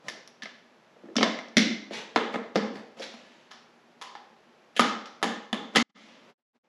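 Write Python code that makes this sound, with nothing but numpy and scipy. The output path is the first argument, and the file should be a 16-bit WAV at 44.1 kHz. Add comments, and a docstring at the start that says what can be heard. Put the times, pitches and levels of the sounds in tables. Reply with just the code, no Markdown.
"""A short scrape runs into a steel clank: a hand ratchet and its socket knock, click and slide on a
hollow sheet-metal vehicle deck in a bare garage. Each knock booms in the deck, rings the steel parts
and dies in the room; the sliding socket adds grainy friction. A mains hum and a hiss lie underneath.
Near the end the sound drops out, returns faintly and flickers."""
import sys
import numpy as np
from scipy import signal
from scipy.fft import rfft, irfft, next_fast_len
from scipy.io import wavfile
from scipy.ndimage import map_coordinates

SR = 44100
rng = np.random.default_rng(int(sys.argv[2]) if len(sys.argv) > 2 else 0)


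def generate_wav(signal):
    """Clip the signal to [-1, 1] and save it as 16-bit WAV at the path in sys.argv[1]."""
    frames = np.transpose(np.atleast_2d(signal))
    scaled = np.clip(frames, -1, 1) * 32767
    pcm = np.round(scaled).astype(np.int16)
    wavfile.write(sys.argv[1], SR, pcm)


N = 294586
FFT_SIZE = 2 ** 16
BIN_HZ = np.fft.rfftfreq(FFT_SIZE, 1 / SR)

# Knock cues; levels are faders ahead of each layer's trim: (time [s], deck [dB], frame [dB], plate [dB],
# handle [dB], socket [dB], pawl [dB], tip [dB], tilt toward each part's higher modes [dB],
# favoured pitch [Hz], room send [dB])
KNOCK_CUES = [(0.084, -28.5, -24.5, -29.5, -21, -20, -19.5, -24, 1.5, 1830, -2.5),
              (0.2757, -68, -77, -67, -61, -33, -35.5, -35, 4, 5550, -9.5),
              (0.422, -35, -55, -39, -30, -26.5, -31.5, -53, -2, 1750, 1.5),
              (0.4342, -26, -34, -33.5, -33, -31, -25.5, -39, 5, 2110, -10.5),
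              (0.4567, -50.5, -36, -36, -29, -32, -38, -62, 9.5, 3070, -5),
              (0.963, -48.5, -39, -44, -56, -66, -67, -82.5, 3, 427, -3.5),
              (1.0365, -22, -35.5, -57, -62, -65, -70, -85, -4, 338, -2),
              (1.056, -39, -35, -42.5, -47.5, -55, -61.5, -78, 0.5, 616, -5),
              (1.0864, -35.5, -31, -46, -45, -62, -73, -82.5, -5, 338, -1.5),
              (1.1566, -21.5, -27, -27.5, -35, -33, -30, -41.5, 10, 620, -13),
              (1.1657, 1, -21, -28, -15.5, -11, -4.5, -28.5, 2, 3340, -6.5),
              (1.1835, -19, -10, -20, -15, -16, -30, -51.5, 1.5, 3100, -3.5),
              (1.2097, -2, -15, -21, -16, -17, -45, -54.5, 7, 628, -2),
              (1.2297, -4, -5.5, -9, -1, -2.5, -7, -45.5, 0, 987, -6),
              (1.3887, -45, -46, -26.5, -20, -24, -40, -70.5, 5, 1750, -9),
              (1.4849, -56.5, -53, -55, -45, -43, -38, -63, 7, 6600, -10.5),
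              (1.569, 8, -10.5, -27.5, -9, 0, -5.5, -16, 4, 2110, 0.5),
              (1.9092, -21, -17.5, -50, -32, -34.5, -48, -47, -3.5, 429, -5.5),
              (2.1607, -4.5, -6.5, -4, -5, -7, -28, -31.5, 0, 431, -3),
              (2.3413, -15.5, -18, -15, -12.5, -25, -53, -53, 1.5, 620, -5.5),
              (2.358, -9, -14, -16, -17.5, -24.5, -51, -55.5, -1, 419, -7.5),
              (2.5573, 1, -7, -7.5, -8, -12.5, -14.5, -55.5, -1.5, 440, -4),
              (2.7559, -23, -26, -36.5, -27, -33, -40, -45, -1, 4420, -2),
              (2.9971, -41, -27, -49, -42, -43, -31.5, -40, 1, 545, 3),
              (3.0275, -36.5, -38, -47, -33, -30.5, -29, -40, 5, 3880, 3),
              (3.1398, -25, -34, -33, -37, -46, -46, -46, 2.5, 620, -11.5),
              (3.5104, -63, -64, -40.5, -46.5, -39, -41, -51, 1.5, 1750, 10.5),
              (4.0142, -64, -43.5, -32, -36, -30, -34.5, -34.5, -1, 1020, 7),
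              (4.1523, -48, -41, -27.5, -30.5, -33, -37, -67, -2, 784, -2),
              (4.7649, -25, -30, -43, -18.5, -20.5, -33, -22.5, -1, 3100, 3.5),
              (4.7946, 1.5, -8, -4.5, -4.5, -5, -11, -11, -0.5, 1280, 0),
              (5.0576, -62.5, -59, -31, -34, -29, -30, -47.5, 3, 810, -1.5),
              (5.2174, -53, -35, -36, -49, -44, -60, -49, 5, 3100, -17),
              (5.2279, -4.5, -11, -8.5, -11.5, -11, -19.5, -14, -2, 1870, -0.5),
              (5.529, -5, -12, -12, -14.5, -14.5, -27.5, -22.5, -2, 3500, -4),
              (5.7512, -6, -29, -15.5, -28, -15.5, -43, -36.5, -1.5, 1260, 4),
              (5.7589, -10.5, -13.5, -11, -6, -4.5, -8.5, -6.5, -2.5, 1260, -1.5),
              (5.7679, 3, -10, -14, -5, -4, -7.5, -26, 1.5, 2120, -4.5)]


def knocks():
    """The tool hits the deck: a rattling contact and its reverb ring the steel over a hollow boom."""
    out = np.zeros(N + SR)
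    t = np.arange(SR // 16) / SR
    for start, deck_db, *part_db, tilt_db, favoured_hz, room_db in KNOCK_CUES:
        contact = rng.standard_normal(len(t)) * amp(-60 * t / 0.026)
        contact[0] += 5  # first touch
        reverb = garage(room_db)
        blow = reverb.copy()
        blow[:len(t)] += contact / np.linalg.norm(contact)
        ring = steel_ring(blow, part_db, tilt_db, favoured_hz)
        boom = amp(deck_db + 5.5) * deck_boom(reverb)
        out[round(start * SR):][:FFT_SIZE] += ring + boom
    return out[:N]


# Ringing modes of each steel part: (pitch [Hz], width [Hz], relative level [dB])
FRAME_MODES = [(333, 55, -3), (452, 90, 1), (542, 70, -3.5), (638.4, 120, -2)]
PLATE_MODES = [(807.4, 70, -1.5), (1026, 140, -1.5), (1260, 180, 0)]
HANDLE_MODES = [(1737, 162, -1.6), (2075, 210, -1)]
SOCKET_MODES = [(3075, 600, 0), (3514, 200, -3.5), (4006, 550, -6.5)]
PAWL_MODES = [(4590, 460, -1), (5200, 490, -2.5), (5670, 480, -5)]
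TIP_MODES = [(6510, 500, -6), (7400, 550, -8), (9450, 670, -3.5), (10580, 520, 0.5), (12700, 1400, -8)]


def steel_ring(blow, part_db, tilt_db, favoured_hz, lift_db=11, lift_octaves=0.15):
    """Six steel parts ring from one blow; the contact point tilts their modes and favours one pitch."""
    parts = (FRAME_MODES, PLATE_MODES, HANDLE_MODES, SOCKET_MODES, PAWL_MODES, TIP_MODES)
    socket_db = part_db[3]
    power = amp(socket_db - 1.5) ** 2 * mode_power(2000, width_hz=2000)  # broad clack under the socket
    for modes, fader_db in zip(parts, part_db):
        tilts = np.linspace(-tilt_db, tilt_db, len(modes))
        for (hz, width, mode_db), tilt in zip(modes, tilts):
            db = fader_db + mode_db + tilt - 4
            lift = lift_db * np.exp(-(np.log2(hz / favoured_hz) / lift_octaves) ** 2)
            power += amp(db + lift) ** 2 * mode_power(hz, width)
            power += amp(db + 1) ** 2 * mode_power(hz, 2.51 * width)  # cluster of lesser modes
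    return excite(blow, power)


def deck_boom(reverb):
    """The heavy deck feels one push and booms mostly through the room; scaled to unit energy."""
    push = reverb.copy()
    push[0] += .6
    lesser_modes = amp(-9.5) ** 2 * mode_power(270, width_hz=70)
    boom = excite(push, mode_power(219.5, width_hz=46.5) + lesser_modes)
    return boom / np.linalg.norm(boom)


# Slide cues: (time [s], rise [s], hold [s], fall [s], level before trim [dB], rumble over friction [dB])
SCRAPE_CUES = [(0.0, .076, 0.0051, 0.0048, -46.5, 10), (0.947, 0.13, 0.42, .006, -75, 17.5),
               (1.903, 0.029, 0.033, 0.11, -29, -9), (2.315, 0.017, 0.026, 0.0039, -43.5, 11.5),
               (2.14, .014, .002, .004, -44, 7.5), (2.541, 0.019, .002, 0.005, -30, 4.5),
               (2.716, 0.029, 0.049, 0.047, -60.5, 21.5), (2.956, 0.018, .012, 0.09, -42.5, 1.5),
               (3.003, 0.017, 0.0097, 0.082, -32.5, -12.5), (3.049, 0.019, 0.062, 0.76, -49, -2),
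               (4.74, .018, 0.0022, .004, -44, -6), (5.717, 0.046, 0.0025, .004, -35.5, 10),
               (5.954, .006, 0.077, .2, -40, -1.5)]
# Tone of steel sliding on steel: (frequency [Hz], relative level [dB])
FRICTION_EQ = [(410, -38.5), (700, -13.5), (848, -6), (1440, -6), (1670, -2.5), (2980, -1), (6950, -15),
               (9210, -24), (10700, -14), (15000, -57)]


def scrapes(trim_db=-12):
    """The socket slides for at most 0.6 s: grainy friction with the deck rumbling under it."""
    out = np.zeros(N + 2 * SR)
    t = np.arange(SR * 6 // 10) / SR
    for start, rise, hold, fall, db, rumble_db in SCRAPE_CUES:
        noise = rng.standard_normal(len(t))
        grain_db = 3.8 * rng.standard_normal(len(t) // 40 + 1).repeat(40)[:len(t)]
        friction = unit_rms(filtered(noise * amp(grain_db), lambda f: amp(curve(FRICTION_EQ, f))))
        drag = rng.standard_normal(len(t))
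        rumble = unit_rms(filtered(drag, lambda f: resonance(f, 240, 90) + .44 * resonance(f, 520, 200)))
        envelope = swell(t, 0, rise, hold, fall) * amp(db + trim_db)
        slide = envelope * (friction + amp(rumble_db) * rumble)
        room = garage(send_db=-1.5)
        room[0] += 1  # direct sound
        heard = signal.fftconvolve(slide, room)
        out[round(start * SR):][:len(heard)] += heard
    return out[:N]


# Reverb decay: (frequency [Hz], time to fall 60 dB [s])
REVERB_TIMES = [(150, 0.43), (400, 0.84), (1000, 0.76), (2500, 0.64), (6000, 0.63), (11000, 0.26)]
# Early echoes off the near walls: (mean delay [s], level against the tail [dB])
WALL_ECHOES = [(.004, -5.5), (.009, -8), (.013, -5.5), (.022, -13), (.031, -17.5)]


def garage(send_db):
    """A fresh room response: near-wall echoes and a diffuse tail that swells with the far wall."""
    hz, t, noise = signal.stft(rng.standard_normal(SR * 3 // 4), SR, nperseg=256)
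    far_delay_s, far_spread_s, far_db = 0.074, 0.15, 4.5
    far_wall = amp(far_db * np.exp(-((t - far_delay_s) / far_spread_s) ** 2))
    build_up = 1 - np.exp(-t / 0.0013)
    decay = amp(-60 * t / curve(REVERB_TIMES, hz)[:, None])
    tail = signal.istft(noise * decay * build_up * far_wall, SR, nperseg=256)[1]
    response = tail / np.linalg.norm(tail)
    for delay, db in WALL_ECHOES:
        echo = rng.standard_normal(48)  # clutter scatters each echo over a millisecond
        arrival = round(delay * rng.uniform(.75, 1.25) * SR)
        response[arrival:][:48] += amp(db) * echo / np.linalg.norm(echo)
    return amp(send_db) * response


# Tone of the hiss as heard after the microphone: (frequency [Hz], relative level [dB])
HISS_EQ = [(35, -48), (60, -31.5), (96, -29.5), (161, -14.5), (207, -13.5), (242, -3.5), (265, -17),
           (355, -11), (486, -13), (609, -12.5), (1170, -17), (2630, -23), (6050, -33.5), (8100, -43),
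           (9000, -57.5), (10600, -42), (12500, -54), (16000, -65.5)]
# Mains hum: (pitch [Hz], peak level before trim and waver [dB])
HUM_TONES = [(240, -73)]


def room_tone(hiss_db=-60.5, hum_trim_db=-1.5):
    """The bed under the knocks: steady room hiss and a wavering mains hum."""
    t = np.arange(N) / SR
    hiss = filtered(rng.standard_normal(N), lambda f: amp(curve(HISS_EQ, f) - curve(MIC_EQ, f)))
    waver_db = 1.1 * map_coordinates(rng.standard_normal(64), [t * 8])
    hum = sum(amp(db + hum_trim_db + waver_db) * np.sin(2 * np.pi * hz * t) for hz, db in HUM_TONES)
    return amp(hiss_db) * unit_rms(hiss) + hum


def scene():
    """Knocks, scrapes and room tone reach one microphone, copied to both channels."""
    return np.tile(knocks() + scrapes() + room_tone(), (2, 1))


# Brief returns after the dropout: (time [s], rise [s], hold [s], fall [s], level [dB], growth [dB/s])
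FLICKERS = [(5.887, 0.0138, 0.0019, 0.015, -31.5, 1.5), (5.941, .02, 0.34, 0.046, -13, 55.5),
            (6.37, .02, .01, .05, -25.5, 3), (6.526, 0.032, 0.0066, 0.031, -8, 5),
            (6.629, 0.017, .05, .01, -10, 3)]


def dropout(open_db=2.5, cut_db=-41, cut_at_s=5.826, cut_fall_s=0.0047, sink_db_per_s=151):
    """The overall gain holds, drops suddenly and keeps sinking, then flickers back."""
    t = np.arange(N) / SR
    since_cut = np.maximum(t - cut_at_s, 0)
    drop_db = (cut_db - open_db) * np.minimum(since_cut / cut_fall_s, 1)
    gain = amp(open_db + drop_db - sink_db_per_s * since_cut)
    for start, rise, hold, fall, db, growth in FLICKERS:
        grown_db = growth * np.clip(t - start, 0, rise + hold)
        gain += swell(t, start, rise, hold, fall) * amp(db + grown_db)
    return gain


# Microphone colour: (frequency [Hz], gain [dB])
MIC_EQ = [(30, -31), (100, -11.5), (160, -5), (220, -0.5), (7000, -2.5), (8500, -8), (9050, -22.5),
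          (9600, -10), (11500, -13.5), (13000, -20.5), (15500, -34)]
# Slight difference between the channels: (frequency [Hz], side gain against the middle [dB])
CHANNEL_DIFFERENCE_EQ = [(60, -34.5), (170, -51.5), (350, -58.5), (1500, -53.5), (3000, -54.5), (6000, -31),
                         (10000, -18), (14000, 1)]


def record(dry, ceiling=.75, top_hz=16400):
    """Microphone colour, soft overload, a slight difference between the two channels, the dropout and a treble
    cut-off."""
    coloured = filtered(dry, lambda f: amp(curve(MIC_EQ, f)))
    middle = coloured / (1 + np.abs(coloured / ceiling) ** 4) ** (1 / 4)
    hz, _, spectrum = signal.stft(middle[0], SR, nperseg=512)
    scrambled = spectrum * np.exp(2j * np.pi * rng.random(spectrum.shape))
    side = signal.istft(scrambled * amp(curve(CHANNEL_DIFFERENCE_EQ, hz))[:, None], SR, nperseg=512)[1][:N]
    stereo = (middle + [side, -side]) * dropout()
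    return filtered(stereo, lambda f: f < top_hz)


def resonance(f, hz, width_hz):
    """Complex response of one mode at the frequencies f."""
    return 1j * f * width_hz / (hz * hz - f * f + 1j * f * width_hz)


def mode_power(hz, width_hz):
    """Power spectrum of a steep-skirted mode, with about the same energy at any width."""
    return SR / width_hz * np.abs(resonance(BIN_HZ, hz, width_hz)) ** 3.42


def excite(force, power):
    """Drive a body with this power spectrum so that it speaks at once (minimum phase)."""
    cepstrum = irfft(np.log(np.sqrt(power) + 1e-9))
    cepstrum[1:FFT_SIZE // 2] *= 2
    cepstrum[FFT_SIZE // 2 + 1:] = 0
    return irfft(rfft(force, FFT_SIZE) * np.exp(rfft(cepstrum)))


def filtered(x, response):
    """Shape x with a response given as a function of frequency."""
    n = x.shape[-1]
    size = next_fast_len(n + 8192)
    return irfft(rfft(x, size) * response(np.fft.rfftfreq(size, 1 / SR)), size)[..., :n]


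def swell(t, start, rise, hold, fall):
    """Envelope from 0 to 1 with a curved rise and fall."""
    end = start + rise + hold + fall
    return np.clip(np.minimum((t - start) / rise, (end - t) / fall), 0, 1) ** 2


def curve(points, hz):
    """Read between (frequency, value) points on a log frequency axis."""
    point_hz, values = np.transpose(points)
    return np.interp(np.log(hz + 1), np.log(point_hz + 1), values)


def amp(db):
    """Decibels to gain."""
    return 10 ** (np.asarray(db) / 20)


def unit_rms(x):
    """Scale to an rms of 1."""
    return x / np.sqrt(np.mean(x ** 2) + 1e-20)


dry = scene()
out = record(dry)
generate_wav(out)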